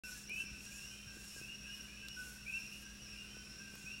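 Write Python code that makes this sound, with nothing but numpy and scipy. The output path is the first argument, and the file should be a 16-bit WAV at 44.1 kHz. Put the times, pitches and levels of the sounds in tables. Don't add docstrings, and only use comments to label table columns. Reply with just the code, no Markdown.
import sys
import numpy as np
from scipy import signal
from scipy.fft import rfft, irfft, next_fast_len
from scipy.io import wavfile
from scipy.ndimage import uniform_filter1d, map_coordinates

SR = 44100
rng = np.random.default_rng(int(sys.argv[2]) if len(sys.argv) > 2 else 0)


def log_audio(samples):
    frames = np.atleast_2d(samples).T
    limited = np.clip(frames, -1, 1)
    pcm = np.round(limited * 32767).astype(np.int16)
    wavfile.write(sys.argv[1], SR, pcm)


N = 176400


def amp(db):
    return 10 ** (np.asarray(db) / 20)

def unit(x):
    return x / np.sqrt(np.mean(x ** 2) + 1e-20)

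def seconds(length):
    return np.arange(max(int(length * SR), 8)) / SR

def add(out, start, x):
    i = round(start * SR)
    x, i = x[max(-i, 0):], max(i, 0)
    out[i:i + len(x)] += x[:max(N - i, 0)]

def wobble(rate, size=N):
    return map_coordinates(rng.standard_normal(400), [np.arange(size) * rate / SR], mode="mirror")

def filtered(x, response):
    m = next_fast_len(N + 8192)
    return irfft(rfft(x, m) * response(np.fft.rfftfreq(m, 1 / SR)), m)[:N]

def noise(spectrum):
    f, db = np.transpose(spectrum)
    white = rng.standard_normal(N)
    return unit(filtered(white, lambda hz: amp(np.interp(np.log(hz + 1), np.log(f), db))))

def tone(hz):
    return np.sqrt(2) * np.sin(2 * np.pi * (np.cumsum(hz) / SR + rng.random()))

def gate(t, attack, release):
    return np.sin(np.pi / 2 * np.clip(np.minimum(t / attack, (t[-1] - t) / release), 0, 1)) ** 2

def outdoors(x, echo_db=0, t60_s=0.96, early_db=-15.5):
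    t = seconds(1)
    tail = rng.standard_normal(SR) * amp(-60 * t / t60_s) * (1 - np.exp(-t / 0.003))
    early = np.zeros(SR)
    early[(rng.random(8) * .03 * SR).astype(int)] = rng.standard_normal(8)
    y = np.pad(x, (0, SR - 1))
    for path, db in ((tail, echo_db), (early, early_db)):
        reflected = signal.fftconvolve(x, path)
        y = y + amp(db) * reflected * np.linalg.norm(x) / np.linalg.norm(reflected)
    return y * np.linalg.norm(x) / np.linalg.norm(y)


def whistle(length, top_hz, swell_db, glide_hz=440, waver_rate=180):
    t = seconds(length)
    to_go = np.clip(1 - t / (length * .92), 0, 1) ** 1.9
    dip_db = 12 * np.exp(-((t / length - .46) / .05) ** 2)
    hz = top_hz - glide_hz * to_go + 16 * (1 + 2 * to_go) * wobble(waver_rate, len(t))
    db = 1.6 * wobble(waver_rate, len(t)) - swell_db * np.sqrt(to_go) - dip_db
    rasp = amp(-17) * tone(hz) * wobble(700, len(t))
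    return (tone(hz) + rasp) * amp(db) * gate(t, attack=0.024, release=0.027)

def hoot(length, hz, sag_hz_per_s=220, fade_db_per_s=25):
    t = seconds(length)
    pitch = hz - sag_hz_per_s * (t - length / 2) + 12 * wobble(88.7, len(t))
    db = 2 * wobble(87, len(t)) - fade_db_per_s * t
    return tone(pitch) * amp(db) * gate(t, attack=.016, release=.016)

FAR_ECHO_DB, ECHO_SWELL_DB = 16, -1
def far_frogs(count=32):
    out = np.zeros(N)
    turns = np.linspace(-.4, N / SR, count)
    for start, (late, detune, tilt_db) in zip(turns, rng.uniform(-1, 1, (count, 3))):
        high = whistle(.14, 2862 + 140 * detune, ECHO_SWELL_DB)
        low = hoot(0.055, 1592 + 95 * detune)
        add(out, start + 0.031 * late, amp(-60 + tilt_db) * outdoors(high, FAR_ECHO_DB))
        add(out, start - 0.037 * late, amp(-61 - tilt_db) * outdoors(low, FAR_ECHO_DB))
    return out

# start in seconds, length in seconds, top pitch in Hz,
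# level in dB, echo in dB relative to the direct sound.
WHISTLES = [(-.08, 0.17, 2692, -52, -15), (0.281, 0.16, 2693, -40, -5.5), (0.281, 0.16, 3017, -53, -10),
            (.70, .17, 2770, -53.5, -3), (.82, .16, 3105, -58, 7), (1.391, .17, 2860, -49.5, 1),
            (1.611, .16, 2906, -48.5, 0), (1.862, 0.21, 2717, -54.5, 3), (2.001, 0.15, 2920, -55, 0),
            (2.453, .15, 2733, -38.5, -4.5), (2.649, 0.15, 2873, -52, 3), (3.06, 0.19, 2817, -51, -2.5),
            (3.2, .16, 3097, -58, 4), (3.559, 0.16, 2807, -58, 3), (3.849, .12, 2796, -44, -1)]
def near_whistles():
    out = np.zeros(N)
    for start, length, hz, db, echo_db in WHISTLES:
        direct = outdoors(whistle(length, hz, swell_db=7), echo_db=-30)
        echo = outdoors(whistle(length, hz, ECHO_SWELL_DB), FAR_ECHO_DB)
        echo *= amp(echo_db) * np.linalg.norm(direct) / np.linalg.norm(echo)
        add(out, start, amp(db) * (direct + echo) / np.hypot(1, amp(echo_db)))
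    return out

# frequency in Hz, relative level in dB.
BACKGROUND_SPECTRUM = [(200, 7.5), (800, -8), (1400, 2), (2000, 0), (4000, 1), (4700, -1), (7000, -1),
                       (10000, -4), (13500, -14.5), (15600, -9.5)]
def background_hiss():
    return noise(BACKGROUND_SPECTRUM) * amp(-60 + .5 * wobble(6.45))

# frequency in Hz, level in dB.
HUM_PARTIALS = [(51, -70), (59.3, -66.5), (120, -72.5), (204.5, -63), (240.3, -80)]
def machine_hum():
    return sum(amp(db + 0.5 * wobble(5.26)) * tone(hz + .15 * wobble(3.12)) for hz, db in HUM_PARTIALS)

# frequency in Hz, relative level in dB.
FLAME_SPECTRUM = [(15, -28), (30, -16), (50, 8.5), (100, 0), (150, 7), (180, 1.5), (300, -2), (500, -8.5),
                  (800, -15.5), (2000, -35)]
def flame():
    return noise(FLAME_SPECTRUM) * amp(-64 + 1.2 * wobble(9.9))

# frequency in Hz, relative level in dB.
CHORUS_SPECTRUM = [(4900, -58), (5150, -36), (5430, 2), (5620, 0), (5780, -6.5), (6000, -11), (6300, -40)]
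def far_crickets():
    return noise(CHORUS_SPECTRUM) * amp(-62.5 + 0.58 * wobble(29.2))

# start in seconds, length in seconds, level in dB.
TRILLS = [(0, 1.2, -76.5), (2.6, 1.17, -69)]
def cricket_trills(hz=4970, pulses_per_s=31, sweep_hz=170):
    out = np.zeros(N)
    for start, length, db in TRILLS:
        cycle = (seconds(length) * pulses_per_s) % 1
        trill = tone(hz - sweep_hz * (cycle - .5)) * np.sin(np.pi * cycle) ** 2
        add(out, start, amp(db) * outdoors(trill))
    return out

# start in seconds, length in seconds, pitch in Hz, level in dB.
HOOTS = [(.02, 0.14, 1498, -53), (.39, 0.082, 1600, -62.5), (1.06, 0.21, 1585, -61),
         (1.35, 0.08, 1608, -58), (1.655, 0.071, 1626, -60.5), (2.02, 0.064, 1596, -58),
         (2.16, 0.087, 1494, -47), (2.245, 0.073, 1480, -55), (2.51, .07, 1547, -61.5),
         (2.84, 0.077, 1564, -61), (3.59, .16, 1574, -57)]
def near_hoots():
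    out = np.zeros(N)
    for start, length, hz, db in HOOTS:
        add(out, start, amp(db) * outdoors(hoot(length, hz), echo_db=-8))
    return out

CHIRP_STARTS = [0.022, .401, .778, 1.269, 1.692, 2.081, 2.55, 3.028, 3.448]
def cricket_chirps(pulses_per_s=13.7, sweep_hz=260):
    out, t = np.zeros(N), seconds(0.16)
    envelope = gate(t, attack=0.0031, release=0.062)
    for start in CHIRP_STARTS:
        for hz, db in ((5272, -62), (5610, -61)):
            cycle = (t * pulses_per_s + rng.random()) % 1
            pitch = hz - sweep_hz * (cycle - .5) + 42 * wobble(60, len(t))
            chirp = tone(pitch) * np.sin(np.pi * cycle) ** 2 * envelope
            add(out, start, amp(db) * outdoors(unit(chirp)))
    return out

def patchy(x, depth_db=1.8):
    spectrogram = signal.stft(x, nperseg=512)[2]
    patches = uniform_filter1d(rng.standard_normal(spectrogram.shape), size=9, axis=0)
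    patches = uniform_filter1d(patches, size=12, axis=1)
    return unit(signal.istft(spectrogram * amp(depth_db * unit(patches)), nperseg=512)[1][:N])

# frequency in Hz, relative level in dB.
HISS_SPECTRUM = [(2000, -16.5), (4500, -8), (6800, 0), (9000, -5.5), (12000, -17.5)]
SIZZLE_SPECTRUM = [(6000, -30), (9000, 1.5), (10400, -3), (11500, 5), (13500, -15), (15200, -5.5)]
# peak time in seconds, half width in seconds, level in dB,
# sizzle in dB relative to the hiss.
SPURTS = [(.13, 0.089, -57, -4), (0.389, 0.043, -57.5, -3), (.78, 0.17, -58.5, -7.5),
          (1.32, 0.15, -58.5, -6.5), (1.79, 0.062, -69, 3.5), (2.27, 0.094, -60, -2),
          (2.58, 0.09, -63, -1.5), (2.78, 0.057, -64, 0), (3.81, 0.091, -62, -9)]
def wood_hiss():
    t = np.arange(N) / SR
    hiss_power, sizzle_power = np.zeros(N), np.zeros(N)
    for peak, width, db, sizzle_db in SPURTS:
        power = amp(db) ** 2 * np.exp(-np.abs((t - peak) / width) ** 2.7)
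        hiss_power += power
        sizzle_power += power * amp(sizzle_db) ** 2
    hiss = patchy(noise(HISS_SPECTRUM)) * np.sqrt(hiss_power)
    sizzle = patchy(noise(SIZZLE_SPECTRUM)) * np.sqrt(sizzle_power)
    return (hiss + sizzle) * amp(wobble(60))

PIP_STARTS = [0.266, .465, 0.661, 0.87, 1.072, 1.541, 1.605, 1.8, 2.107, 2.528, 2.59, 2.848, 3.01, 3.305,
              3.378, 3.582, 3.846, 3.917]
def cricket_pips(length_s=0.026, hz=5650, sag_hz_per_s=5300):
    out, t = np.zeros(N), seconds(length_s)
    for start in PIP_STARTS:
        pitch = hz + rng.normal(0, 50.5) - sag_hz_per_s * (t - length_s / 2)
        pip = tone(pitch) * gate(t, length_s / 3, length_s / 3)
        add(out, start, amp(-53 + rng.normal()) * outdoors(pip))
    return out

# start in seconds, level in dB, pitch in Hz.
SNAPS = [(.296, -35.5, 10100), (.654, -37, 8200), (2.0852, -26.5, 4200), (3.755, -34, 14500)]
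def wood_snaps(rise_s=.00015, decay_s=.0003):
    out, t = np.zeros(N), seconds(.06)
    envelope = (1 - np.exp(-t / rise_s)) * np.exp(-t / decay_s)
    for start, db, hz in SNAPS:
        crack = np.sin(2 * np.pi * hz * t) + .9 * rng.standard_normal(len(t))
        add(out, start, amp(db) * crack * envelope)
    return out

# start in seconds, level in dB, pitch in Hz.
PUFFS = [(0.31, -48.5, 337), (.348, -53, 332), (0.439, -48, 172), (0.527, -48, 65), (0.514, -46, 113),
         (.581, -50, 216), (1.068, -46.5, 111), (1.169, -47.5, 269), (1.364, -49, 372), (1.414, -44.5, 332),
         (3.368, -46, 383), (3.738, -48.5, 336), (3.842, -44.5, 152)]
def flame_puffs(peak_cycles=.3):
    out, t = np.zeros(N), seconds(.06)
    for start, db, hz in PUFFS:
        age = t * hz / peak_cycles
        envelope = age * np.exp(1 - age)
        add(out, start, -amp(db) * np.sin(2 * np.pi * hz * t) * envelope)
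    return out


def scene():
    frogs = near_whistles() + near_hoots() + far_frogs()
    crickets = cricket_chirps() + cricket_pips() + cricket_trills() + far_crickets()
    fire = wood_hiss() + flame() + flame_puffs() + wood_snaps()
    return (frogs + crickets + fire + machine_hum() + background_hiss())[None]

def record(dry):
    opened = dry[0] * (np.arange(N) / SR > .036)
    return filtered(opened, lambda hz: hz < 15850)[None]


dry = scene()
out = record(dry)
log_audio(out)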